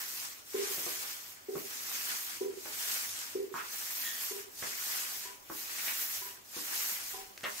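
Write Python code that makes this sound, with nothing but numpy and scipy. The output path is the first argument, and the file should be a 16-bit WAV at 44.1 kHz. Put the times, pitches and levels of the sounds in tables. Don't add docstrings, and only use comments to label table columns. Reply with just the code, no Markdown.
import sys
import numpy as np
from scipy import signal
from scipy.fft import rfft, irfft
from scipy.io import wavfile
from scipy.ndimage import uniform_filter1d

SR = 44100
rng = np.random.default_rng(int(sys.argv[2]) if len(sys.argv) > 2 else 0)


def gain_from_decibels(decibels):
    exponent = np.asarray(decibels, float) / 20
    return 10 ** exponent


def dump(signal):
    limited = np.clip(np.atleast_2d(signal).T, -1, 1)
    pcm = np.round(limited * 32767).astype(np.int16)
    wavfile.write(sys.argv[1], SR, pcm)


N = 335160

# pitch_hz, level_db (per Hz)
AIR_COLOUR = [(25, -11), (100, -4), (170, -9), (300, -1), (1000, -2), (3000, -9.5), (7000, -23.5),
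              (10000, -36), (15500, -5)]
# pitch_hz, width_hz, level_db
MOTOR_HUM = [(99.6, 7, -78), (195.4, 9.5, -82)]
# centre_s, swell_db, half_length_s
BREEZES = [
    (4.62, 7, .15),
    (5.4, 5, .4),
    (6.12, 6, .08),
    (6.82, -9, .06),
    (7.14, 17, .16),
    (7.47, 8, .05),
]
# pitch_hz, t60_s
GARAGE_DECAY = [(100, 0.33), (400, 0.84), (1200, 0.42), (4000, 0.22), (12000, 0.068)]
# pitch_hz, likeness (-1 to 1)
PORT_LIKENESS = [(60, -0.0078), (99, 0.74), (160, 0.78), (270, 0.67), (450, -0.37), (740, -0.029),
                 (1220, -0.49), (2010, -0.09), (3330, -0.11), (5500, -0.11), (9080, 0.68), (15000, 0.78)]
# pitch_hz, left_minus_right_db
PORT_TILT = [(30, 1), (70, -5), (250, -0.2), (1000, -2.2), (2000, -0.1), (5000, 1.5), (15000, -1.5)]
# start_s, blow_db, mode_2_db, mode_3_db
HOLLOW_KNOCKS = [
    (0.547, -30, -29, -25),
    (1.489, -34, -25, -39),
    (2.413, -31, -29.5, -25.5),
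    (3.355, -31, -33, -34),
    (4.313, -40, -27, -19),
    (5.256, -55, -22, 3),
    (6.219, -55, -11, 4.5),
    (7.142, -49, 1, -3),
]
# pitch_hz, ring_s
HOLLOW_MODES = [(400, 0.01), (780, 0.01), (1020, 0.013), (262, 0.01), (487, 0.0096)]
WEAK_MODES_DB = [-20, -13.5]
# delay_s, level_db
WALL_ECHOES = [(0.0157, -5), (.033, -5.5), (.046, -3.5), (0.0562, -7), (0.0681, -8), (0.086, -10),
               (.109, -17), (.1215, -14), (.15, -15), (0.1602, -15), (.1708, -16)]
# start_s, thump_db,
# thump_hz, cage_db, cage_hz
FRAME_CLACKS = [(.780, -41, 356, -48, 1100), (.790, -52, 190, -60, 900), (.865, -33.5, 404, -38.5, 990),
                (1.553, -38.5, 204, -42.5, 594), (1.556, -48, 330, -40.5, 1160),
                (2.655, -50.5, 221, -46, 970), (2.659, -41.5, 544, -42, 1470),
                (3.542, -43.5, 270, -28.5, 1070), (4.625, -44.5, 187, -39, 1030),
                (4.626, -42.5, 480, -34.5, 1840), (5.5, -40.5, 245, -36, 1230),
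                (5.502, -45, 400, -43.5, 780), (6.566, -39, 250, -44, 950), (7.435, -43, 200, -34, 1900),
                (7.441, -33, 550, -33, 1150), (7.149, -62, 400, -49, 975)]
# pitch_hz, width_hz
CLACK_CLICK = (7800, 1400)
# start_s, level_db, pitch_hz, length_s
GRIT_SCRAPES = [
    (3.552, -33.5, 1200, 0.042),
    (3.58, -32, 1260, .035),
    (3.568, -37, 2300, 0.045),
    (4.035, -39, 1800, 0.11),
    (4.05, -38, 3360, 0.1),
    (5.784, -34.5, 2140, 0.033),
    (5.881, -26.5, 2190, 0.017),
    (7.44, -29.5, 1910, 0.029),
    (7.438, -32, 3000, .025),
    (7.452, -34.5, 1300, 0.028),
]
# start_s, level_db
SWIVEL_TICKS = [
    (5.884, -27),
    (7.3773, -28),
    (7.3797, -33),
    (7.4095, -34),
    (7.434, -32),
    (7.439, -27),
    (7.445, -29),
    (.8655, -36),
    (5.783, -32),
]
# turn_s, full_speed_s, slowing_s, full_speed_db, slowing_db
ROLLER_STROKES = [
    (-0.5, -0.17, 0.07, -46.9, -41.7),
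    (0.44, 0.72, 0.79, -42.2, -43.3),
    (1.44, 2.02, 2.09, -43.6, -39.8),
    (2.52, 2.95, 3.1, -41.1, -45.2),
    (3.51, 3.63, 4.22, -45.7, -45.4),
    (4.51, 4.74, 5.08, -39.8, -43.5),
    (5.42, 5.85, 6.03, -46.8, -40.6),
    (6.44, 6.74, 6.84, -47.5, -43.1),
    (7.35, 7.72, 7.9, -44.3, -43.0),
    (8.3, 8.5, 8.7, -43.0, -43.0),
]
DRAG_SHARES = (.97, .9)
MIST_SHARES = (1.02, 1.2)
STROKE_MIST_DB = [.4, 1.2, .1, .1, 1.8, -.1, 2.9, 2.4, -1.3, .1]
# centre_s, tack_db, mist_db
FLOOR_SPOTS = [(0.1, -4.3, 1.4), (0.17, -1.4, 1.7), (0.62, -0.2, -4.4), (0.8, -0.7, 2.4), (1.14, 2.9, -0.5),
               (1.19, -1.7, -0.5), (1.31, 2.3, 4.7), (1.59, 1.8, 2.7), (2.08, -1.0, 3.4),
               (2.13, -1.4, -4.1), (2.22, -2.8, 2.7), (3.28, 0.9, -4.2), (3.63, -6.5, -0.8),
               (4.04, 1.0, 2.9), (4.25, 1.3, 2.3), (4.7, -0.1, -4.3), (4.74, -5.4, 1.6), (4.86, -1.9, 3.4),
               (5.03, 3.4, 0.4), (5.06, -4.0, -0.2), (5.58, 4.2, 2.9), (5.73, 2.9, -3.1), (5.86, 3.9, 0.9),
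               (6.08, -4.5, 4.7), (6.59, 5.3, -2.9), (6.75, 5.6, -1.6), (6.94, 2.7, 4.8),
               (6.98, -1.9, -4.5), (7.13, 2.2, 3.0)]
# centre_s, swell_db, half_length_s
NAP_SKIDS = [(.49, -3.5, .04), (.58, 4.5, .04), (1.03, 2.5, .04), (1.58, 3, .04), (2.61, -4.5, .04),
             (3.61, 4.5, .06), (4.57, -4, .035), (5.3, 3.5, .05), (5.89, 3, .04), (6.31, 3, .04),
             (6.49, -4.5, .04), (7.39, 3, .03), (7.465, 9, .04)]
# pitch_hz, level_db (per Hz)
PEEL_COLOUR = [(100, -61), (200, -15), (400, -11.5), (640, -10.5), (1140, -2.5), (1900, -1), (2800, -2.5),
               (3800, -5), (5800, -1.5), (7800, -3.5), (9800, -4), (12200, 6), (15500, 4.5)]


def evened(x):
    return x / np.sqrt(np.mean(x ** 2) + 1e-20)


def read(points, hz):
    f, value = np.transpose(points)
    return np.interp(np.log(hz + 1), np.log(f + 1), value)


def slow(top_hz):
    t = np.arange(0, N + 128, 128) / SR
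    waves = 0
    for f in np.geomspace(top_hz / 8, top_hz, 24):
        waves = waves + np.sin(2 * np.pi * (f * t + rng.random())) / np.sqrt(f)
    return np.interp(np.arange(N) / SR, t, evened(waves))


def bumps(rows):
    t = np.arange(0, N + 128, 128) / SR
    swells = sum(db * np.exp(-((t - s) / half) ** 2) for s, db, half in rows)
    return np.interp(np.arange(N) / SR, t, swells)


def resonate(x, hz, width):
    pole = np.exp((2j * hz - width) * np.pi / SR)
    return 2 * signal.lfilter([1 - abs(pole)], [1, -pole], x).real


def ports(pair):
    size = pair.shape[1]
    hz = np.fft.rfftfreq(size, 1 / SR)
    a, b = rfft(pair)
    half = np.arccos(np.clip(read(PORT_LIKENESS, hz), -1, 1)) / 2
    mid, side = np.cos(half) * a, np.sin(half) * b
    lean = gain_from_decibels(read(PORT_TILT, hz) / 2)
    return irfft(np.array([(mid + side) * lean, (mid - side) / lean]), size)


def garage(x, live):
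    hz, t, z = signal.stft(rng.standard_normal((2, SR)), SR, nperseg=256)
    decay = gain_from_decibels(-60 * t / (live * read(GARAGE_DECAY, hz)[:, None]))
    tail = signal.istft(z * decay, SR, nperseg=256)[1]
    build_up = np.clip(np.arange(tail.shape[1]) / SR / 0.0091, 0, 1)
    tail = ports(tail * build_up)
    return signal.fftconvolve(x[None], tail / np.linalg.norm(tail[0]), axes=1)[:, :N]


def background():
    hz = np.fft.rfftfreq(N, 1 / SR)
    air = evened(irfft(rfft(ports(rng.standard_normal((2, N)))) * gain_from_decibels(read(AIR_COLOUR, hz)), N))
    low_pass = (hz > 15) / (1 + (hz / 70) ** 3)
    low = irfft(rfft(ports(rng.standard_normal((2, N)))) * low_pass, N)
    rumble = evened(low) * gain_from_decibels(-80 + bumps(BREEZES) + 2.2 * slow(top_hz=4.))
    hum = sum(gain_from_decibels(db) * evened(resonate(rng.standard_normal(N), f, width)) for f, width, db in MOTOR_HUM)
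    return gain_from_decibels(-56.5) * air + rumble + hum


def wall_repeats():
    lead = 0.0015
    walls = np.zeros((2, SR // 4))
    walls[:, 0] = 1
    for k, (delay, db) in enumerate(WALL_ECHOES):
        side = (-1) ** k * np.array([1, -1])
        arrival = np.round(delay * SR * (1 + lead * side)).astype(int) + 15
        walls[[0, 1], arrival] = gain_from_decibels(db)
    return walls


def knocks():
    out, t = np.zeros((2, N + SR)), np.arange(4000) / SR
    lag = np.array([[-.5], [.5]]) * 1.15
    for s, blow_db, *upper_db in HOLLOW_KNOCKS:
        here = out[:, round(s * SR) - 260:][:, :len(t)]
        for (hz, ring_s), db in zip(HOLLOW_MODES, [0, *upper_db, *WEAK_MODES_DB]):
            swell = (t / ring_s) ** 2 * np.exp(-2 * (t / ring_s) ** 1.22) * 6.1
            wave = np.sin(2 * np.pi * hz * rng.uniform(0.95, 1.015) * t + lag)
            here += gain_from_decibels(blow_db + db + 5.2) * swell * wave
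    repeated = signal.fftconvolve(out, wall_repeats(), axes=1)[:, :N]
    late = np.roll(out[0], 1500)[:N]
    return repeated + gain_from_decibels(-12.5) * garage(late, live=1.04)


def rattle(length, first):
    t = np.arange(8000) / SR
    ticks = rng.standard_normal(len(t)) * (rng.random(len(t)) < .06) * np.exp(-t / max(length, .001))
    ticks[0] = first
    return ticks


def ring(ticks, hz, width, db):
    bright = signal.lfilter([1, -1], [1, -np.exp(-np.pi * hz / SR)], ticks)
    part = resonate(resonate(bright, hz, width), hz, width)
    return gain_from_decibels(db) * part / abs(part).max()


def clacks():
    dry, near = np.zeros((2, N + SR))
    for s, thump_db, thump_hz, cage_db, cage_hz in FRAME_CLACKS:
        ticks = rattle(0.011, first=3.0)
        click = ring(ticks, *CLACK_CLICK, cage_db - 12.5)
        thump = ring(ticks, thump_hz, 1.3 * thump_hz, thump_db)
        cage = ring(ticks, cage_hz, 0.41 * cage_hz, cage_db)
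        dry[round(s * SR) - 40:][:len(ticks)] += click + thump + cage
    for s, db, hz, length in GRIT_SCRAPES:
        width = min(0.53, 0.022 / length) * hz
        dry[round(s * SR):][:8000] += ring(rattle(length, first=2.2), hz, width, db)
    for s, db in SWIVEL_TICKS:
        near[round(s * SR):][:8000] += ring(rattle(0.002, first=3.2), 2800, 7500, db)
    dry, near = dry[:N], near[:N]
    return dry + near + garage(gain_from_decibels(-3.5) * dry + gain_from_decibels(-14) * near, live=0.45)


def stroke():
    t = np.arange(N) / SR
    turn, full, slowing, full_db, slowing_db = np.transpose(ROLLER_STROKES)
    phase = np.interp(t, np.ravel([turn, full, slowing], "F"), np.tile([0, 1, 1], len(turn)))
    rising = np.searchsorted(turn, t) > np.searchsorted(full, t)
    speed = np.sin(np.pi / 2 * phase) ** np.where(rising, 1.51, 1.63)
    creep = .178
    speed_db = 26 * np.log10(creep + (1 - creep) * speed)
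    hold_s = np.ravel([full, slowing], "F")
    load_db = np.interp(t, hold_s, np.ravel([full_db, slowing_db], "F"))
    spray_db = np.interp(t, hold_s, np.repeat(STROKE_MIST_DB, 2))
    spot_s = .069
    tack_db = load_db + speed_db + bumps((s, db, spot_s) for s, db, _ in FLOOR_SPOTS)
    drag_db = -4.6 + bumps(NAP_SKIDS) + (np.where(rising, *DRAG_SHARES) - 1) * speed_db
    mist_db = spray_db + bumps((s, db, spot_s) for s, _, db in FLOOR_SPOTS)
    mist_db = mist_db + (np.where(rising, *MIST_SHARES) - 1) * speed_db
    return tack_db, drag_db, mist_db


def snaps(per_s, spread_db, blur_s, wet_db):
    size = gain_from_decibels(spread_db * np.minimum(rng.exponential(1, N), 5)) * (rng.random(N) < per_s / SR)
    keep = np.exp(-2 * np.log(1000) / (blur_s * SR))
    blur = np.sqrt(signal.lfilter([1 - keep], [1, -keep], size ** 2))
    wet = gain_from_decibels(wet_db) * blur * rng.standard_normal((2, N))
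    return wet + size * rng.choice([-1., 1.], (2, N))


def patchy(x, depth_db, width, length):
    z = signal.stft(x, nperseg=512)[2]
    field = uniform_filter1d(rng.standard_normal(z.shape[1:]), width, 0)
    field = uniform_filter1d(field, length, 1)
    return signal.istft(z * gain_from_decibels(depth_db * evened(field)), nperseg=512)[1][:, :N]


def roller():
    tack_db, drag_db, mist_db = stroke()
    hz = np.fft.rfftfreq(N, 1 / SR)
    low = 1 / (1 + (hz / 3620) ** 8)
    high = 1 / (1 + (9110 / (hz + 1)) ** 12)
    middle = abs(1 - low - high)
    lumps_db = 0.5 * slow(top_hz=14.)
    drag_db = drag_db + 0.66 * slow(top_hz=22.07)
    mist_db = mist_db + 1.1 * slow(top_hz=14.)
    layers = ((low, drag_db, snaps(5000., 3.25, 0.069, 8.2)),
              (middle, .6, snaps(9000., 3.4, 0.052, 6.6)),
              (high, mist_db, snaps(12000., 2.2, .04, 3.)))
    out = 0
    for share, db, grains in layers:
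        band = irfft(rfft(ports(grains)) * np.sqrt(share) * gain_from_decibels(read(PEEL_COLOUR, hz)), N)
        out = out + evened(band) * gain_from_decibels(tack_db + db + lumps_db + 3.0)
    return patchy(out, depth_db=1.52, width=5, length=6)


def scene():
    return background() + knocks() + clacks() + roller()


def blink(x, share, above_hz, band_hz):
    hz, t, z = signal.stft(x, SR, window="cosine", nperseg=2048)
    lost = rng.random((40, len(t))) < share
    lost |= np.roll(lost, 1, 1) & (rng.random(lost.shape) < .6)
    band = np.minimum(hz // band_hz, 39).astype(int)
    keep = ~lost[band] | (hz < above_hz)[:, None]
    return signal.istft(z * keep, SR, window="cosine", nperseg=2048)[1][:, :N]


def top_cut(x):
    return signal.sosfilt(signal.butter(12, 16890, fs=SR, output="sos"), x)


def record(dry):
    edge = signal.firwin(2047, 15740, window=("kaiser", 11), fs=SR)
    limited = signal.oaconvolve(dry, edge[None], "same")
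    finished = blink(limited, share=.03, above_hz=7580, band_hz=689)
    return top_cut(finished)


dry = scene()
out = record(dry)
dump(out)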